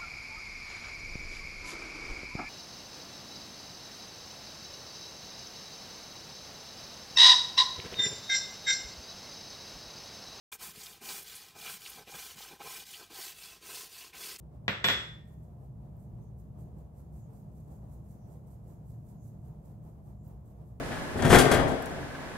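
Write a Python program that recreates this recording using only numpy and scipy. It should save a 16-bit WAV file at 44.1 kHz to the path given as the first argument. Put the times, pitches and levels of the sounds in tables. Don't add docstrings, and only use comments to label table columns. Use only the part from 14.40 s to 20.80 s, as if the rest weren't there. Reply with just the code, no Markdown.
import sys
import numpy as np
from scipy import signal
from scipy.fft import rfft, irfft
from scipy.io import wavfile

SR = 44100
rng = np.random.default_rng(int(sys.argv[2]) if len(sys.argv) > 2 else 0)


def store_wav(level_fs):
    pcm = np.round(np.clip(np.atleast_2d(level_fs), -1, 1) * 32767)
    wavfile.write(sys.argv[1], SR, pcm.T.astype(np.int16))


N = 282240
TIME = np.arange(N) / SR
FREQ = np.maximum(np.fft.rfftfreq(N, 1 / SR), 1)


def undb(db):
    return 10 ** (np.asarray(db) / 20)


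def along(table, hz=FREQ):
    f, value = np.transpose(table)
    return np.interp(np.log(hz), np.log(f), value)


def unit(x):
    return x / np.sqrt(np.mean(x ** 2))


def colour(x, table):
    return irfft(rfft(x) * undb(along(table)), N)


def walk(rate):
    return unit(irfft(rfft(rng.standard_normal(N)) * np.exp(-(FREQ / rate) ** 2), N))


def causal(gain):
    cepstrum = irfft(np.log(gain + 1e-9), N)
    cepstrum[1:N // 2] *= 2
    cepstrum[N // 2 + 1:] = 0
    return np.exp(rfft(cepstrum))


def at_microphone(x, lag_ms):
    return np.array([x, irfft(rfft(x) * np.exp(-2j * np.pi * FREQ * lag_ms / 1000), N)])


# f/Hz, correlation
PORT_LIKENESS = [(60, 0.98), (150, 0.85), (350, 0.674), (700, 0.073), (1500, 0), (4000, 0.027)]
def diffuse_noise():
    likeness = along(PORT_LIKENESS)
    mid, side = rfft(rng.standard_normal((2, N))) * np.sqrt([(1 + likeness) / 2, (1 - likeness) / 2])
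    return irfft([mid + side, mid - side], N)


# f/Hz, level/dB
HUM_LINES = [(63.5, -57.5), (73, -65.5), (114.8, -56), (155.3, -57), (198.8, -61.5), (223, -67.5),
             (341, -79), (443, -78.5), (613, -77), (705, -79)]
# t/s, level/dB
HUM_SWELL = [(0.9, -2), (1.7, 1), (2.4, 1), (2.55, -4), (2.75, 1), (4.25, -1), (4.85, 2.5), (5.25, -.5),
             (6.35, -.5)]
# f/Hz, level/dB
AIR_SPECTRUM = [(20, -21), (35, -13), (58, 2.5), (90, -1.5), (128, 3.5), (180, -5), (250, -14),
                (450, -19.5), (680, -20.5), (1000, -28), (1500, -42.5), (2300, -49.5), (4500, -55.5),
                (13000, -54)]
def appliance(air_db=-48.5, waver_db=2, wander_rad=1.0):
    hum = 0
    for hz, db in HUM_LINES:
        amplitude = np.sqrt(2) * undb(db + waver_db * walk(6))
        hum = hum + amplitude * np.sin(2 * np.pi * hz * TIME + wander_rad * walk(4))
    air = unit(colour(diffuse_noise(), AIR_SPECTRUM))
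    rumble = signal.sosfiltfilt(signal.butter(2, 250, fs=SR, output="sos"), air)
    rush = undb(air_db + 1.6 * walk(9.93)) * (air - rumble)
    swell = undb(np.interp(TIME, *np.transpose(HUM_SWELL)))
    return swell * (hum + undb(air_db) * rumble) + rush


# f/Hz, t60/s
KITCHEN_DECAY = [(150, 0.19), (500, 0.5155), (1500, .52), (3000, 0.44), (6000, 0.5015), (14000, 0.35)]
def kitchen(x, onset_s=0.0012):
    noise, response = rfft(diffuse_noise()), 0
    centres = np.geomspace(100, 14000, 8)
    for hz, share in zip(centres, np.eye(len(centres))):
        band = irfft(noise * np.interp(np.log(FREQ), np.log(centres), share), N)[:, :SR]
        response = response + band * np.exp(-np.log(1000) * TIME[:SR] / along(KITCHEN_DECAY, hz))
    response = response * np.clip(TIME[:SR] / onset_s - 1, 0, 1)
    response /= np.sqrt(np.sum(response ** 2) / 2)
    return signal.fftconvolve(x[None], response, axes=1)[:, :N]


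def ring(modes, blows, attack_s=0.00019):
    out, t = np.zeros(N), TIME[:SR * 3 // 2]
    for hz, db, t60 in modes:
        energy = 0
        for s, blow_db in blows:
            age = np.maximum(t - s, 0)
            envelope = (1 - np.exp(-age / attack_s)) * np.exp(-np.log(1000) * age / t60)
            energy = energy + (undb(db + blow_db) * envelope) ** 2
        out[:len(t)] += np.sqrt(energy) * np.sin(2 * np.pi * hz * t)
    return out


# t/s, knock level/dB, hardness f/Hz, ring level/dB, thump level/dB
DISH_CONTACTS = [(0.2803, 0.5, 3823, -38, -35.5), (0.4412, -8.5, 7033, -28.5, -50),
                 (0.4432, 0.5, 6504, -22.5, -43), (0.4487, -2.5, 6000, -32, -51),
                 (0.4858, 2.5, 8500, -31, -45.5), (0.5001, -4, 8050, -29.5, -38),
                 (0.5078, -18, 4575, -35.5, -47)]
# f/Hz, level/dB
KNOCK_SPECTRUM = [(60, -14), (200, -1), (400, -4), (750, -7.5), (1150, -4.5), (1500, -1.5), (1850, 0.5),
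                  (2300, -2), (3000, -5), (3700, -2.5), (4500, -12.5), (7800, -19.5), (9500, -35.5),
                  (13600, -20), (15500, -39.5)]
# f/Hz, level/dB, t60/s
DISH_MODES = [(1838, -10.5, 0.46), (1960, -14.5, 0.22), (2591, -20, 0.39), (2800, -20, 0.17),
              (3320, -8, 0.42), (3475, 0, 0.38), (3862, -24, .3), (5260, -21.5, 0.32), (5695, -28, .2),
              (7160, -19.5, 0.12), (7920, -24.5, 0.16), (7900, -20.5, .14), (13742, -15, 0.23)]
# f/Hz, level/dB, t60/s
THUMP_RESONANCES = [(101.95, -1.5, .28), (142.3, -0.5, 0.078), (203.6, 3.5, 0.14), (505.9, -12, .35),
                    (569.4, -6.5, 0.29), (1450, -9, 0.12), (1546, -6.5, 0.354), (1722, -6, 0.41),
                    (1970, -1, 0.32), (1994, -8, .42), (2132, -8, 0.52)]
# delay/ms, level/dB, right port lag/ms
REFLECTIONS = [(1.1, -6, .3), (3.1, -10.5, -0.19), (7.3, -12.5, 0.044), (11.6, -12, -.05),
               (19.2, -14.5, 0.085)]
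def dish(spread_s=0.00066, knock_db=-2, ring_db=-3.5, thump_room_db=-11.5):
    dispersion = np.exp(-4j * np.pi * spread_s * np.sqrt(2000 * FREQ))
    knocks = np.zeros(N)
    for s, db, hardness_hz, _, _ in DISH_CONTACTS:
        start = int(s * SR)
        softness = 1 / np.sqrt(1 + (FREQ / hardness_hz) ** 4)
        knock = irfft(causal(undb(along(KNOCK_SPECTRUM)) * softness) * dispersion, N)[:SR]
        knocks[start:start + SR] += undb(db) * knock / np.linalg.norm(knock)
    ceramic = undb(ring_db) * ring(DISH_MODES, [(s, db) for s, _, _, db, _ in DISH_CONTACTS])
    thump = ring(THUMP_RESONANCES, [(s, db) for s, _, _, _, db in DISH_CONTACTS])
    direct = undb(knock_db) * at_microphone(knocks, lag_ms=0.16)
    direct += at_microphone(ceramic + thump, lag_ms=0.11)
    early = sum(undb(db) * at_microphone(np.roll(knocks, int(ms * SR / 1000)), lag)
                for ms, db, lag in REFLECTIONS)
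    return direct + early + kitchen(knocks + ceramic + undb(thump_room_db) * thump)


# t/s, level/dB
SIEVE_PATS = [(0.905, -75.5), (1.033, -84), (1.225, -86), (1.62, -76.5), (1.834, -84.5), (1.995, -74),
              (2.21, -73), (2.39, -76.5), (2.59, -72.5), (2.77, -73.5), (2.965, -72.5), (3.175, -75.5),
              (3.33, -72.5), (3.525, -72.5), (3.709, -72), (3.92, -73), (4.11, -75), (4.3, -73.5),
              (4.505, -73.5), (4.69, -73.5), (4.865, -73.5), (5.055, -75.5), (5.275, -73.5), (5.465, -74.5),
              (5.68, -79), (5.875, -73), (6.085, -76.5), (6.28, -78)]
# t/s, length/s
SPILL_LENGTHS = [(0.9, 0.053), (2.0, 0.026), (2.55, 0.033), (2.9, 0.058), (4.6, 0.055), (6.3, 0.037)]
# f/Hz, level/dB
FLOUR_DIRECT = [(1500, -24), (4000, -17.5), (6000, -8), (7300, -3.5), (8600, 1), (9800, -9.5), (11300, 2),
                (12700, 1.5), (14300, -8), (15500, -2)]
# f/Hz, level/dB
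FLOUR_SCATTERED = [(1500, 2), (3000, -15), (4500, -4.5), (5700, -5), (6700, 4.5), (8000, -6), (10000, -1.5),
                   (13700, 5.5), (15500, -11)]
def sieve(direct_db=-0.46, room_db=-3, pan_db=-11.5, trickle_db=-90.0, grain_db=4, clump_db=2):
    flow = undb(trickle_db) * np.clip((TIME - 0.32) / 0.15, 0, 1)
    for s, db in SIEVE_PATS:
        length = np.interp(s, *np.transpose(SPILL_LENGTHS))
        flow = flow + undb(db) * 2. ** (-2 * ((TIME - s) / length) ** 2)
    noise = rng.standard_normal(N)
    graininess = np.repeat(rng.standard_normal(N // 16 + 1), 16)[:N]
    grains = noise * undb(grain_db * graininess + clump_db * walk(60))
    hiss = at_microphone(unit(colour(grains, FLOUR_DIRECT)), lag_ms=-0.042)
    direct = flow * hiss * undb([[pan_db / 2], [-pan_db / 2]])
    scattered = kitchen(flow * unit(colour(grains, FLOUR_SCATTERED)))
    return undb(direct_db) * direct + undb(room_db) * scattered


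# t/s, level/dB
MESH_TICKS = [(1.568, -65), (1.9886, -69), (5.0601, -71), (5.8785, -58)]
def mesh_ticks(decay_s=0.0027, pan_db=-4, room_db=-3):
    bursts = sum(undb(db) * (TIME >= s) * np.exp(-np.abs(TIME - s) / decay_s) for s, db in MESH_TICKS)
    ticks = bursts * unit(colour(rng.standard_normal(N), [(3000, -30), (9000, -12), (14500, 10)]))
    return ticks * undb([[pan_db], [-pan_db]]) + undb(room_db) * kitchen(ticks)


# t/s, centre f/Hz, level/dB
FAR_CHIRRS = [(1.85, 6360, -84), (2.83, 6840, -81), (3.84, 5940, -82), (4.83, 6600, -78.5),
              (5.83, 7150, -85)]
def chirr(length_s=0.039, width_hz=550, pan_db=2):
    out = 0
    for s, hz, db in FAR_CHIRRS:
        passband = np.exp(-((FREQ - hz) / width_hz) ** 2 / 2)
        hiss = unit(irfft(rfft(rng.standard_normal((2, N))) * passband, N))
        out = out + undb(db) * hiss * np.exp(-((TIME - s) / length_s) ** 2 / 2)
    return out * undb([[pan_db], [-pan_db]])


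def scene():
    return dish() + sieve() + mesh_ticks() + chirr() + appliance()


def record(dry, low_hz=38, top_hz=15650):
    x = signal.sosfilt(signal.butter(3, low_hz, "highpass", fs=SR, output="sos"), dry)
    return signal.sosfilt(signal.ellip(12, .1, 80, top_hz, fs=SR, output="sos"), x)


dry = scene()
out = record(dry)
store_wav(out)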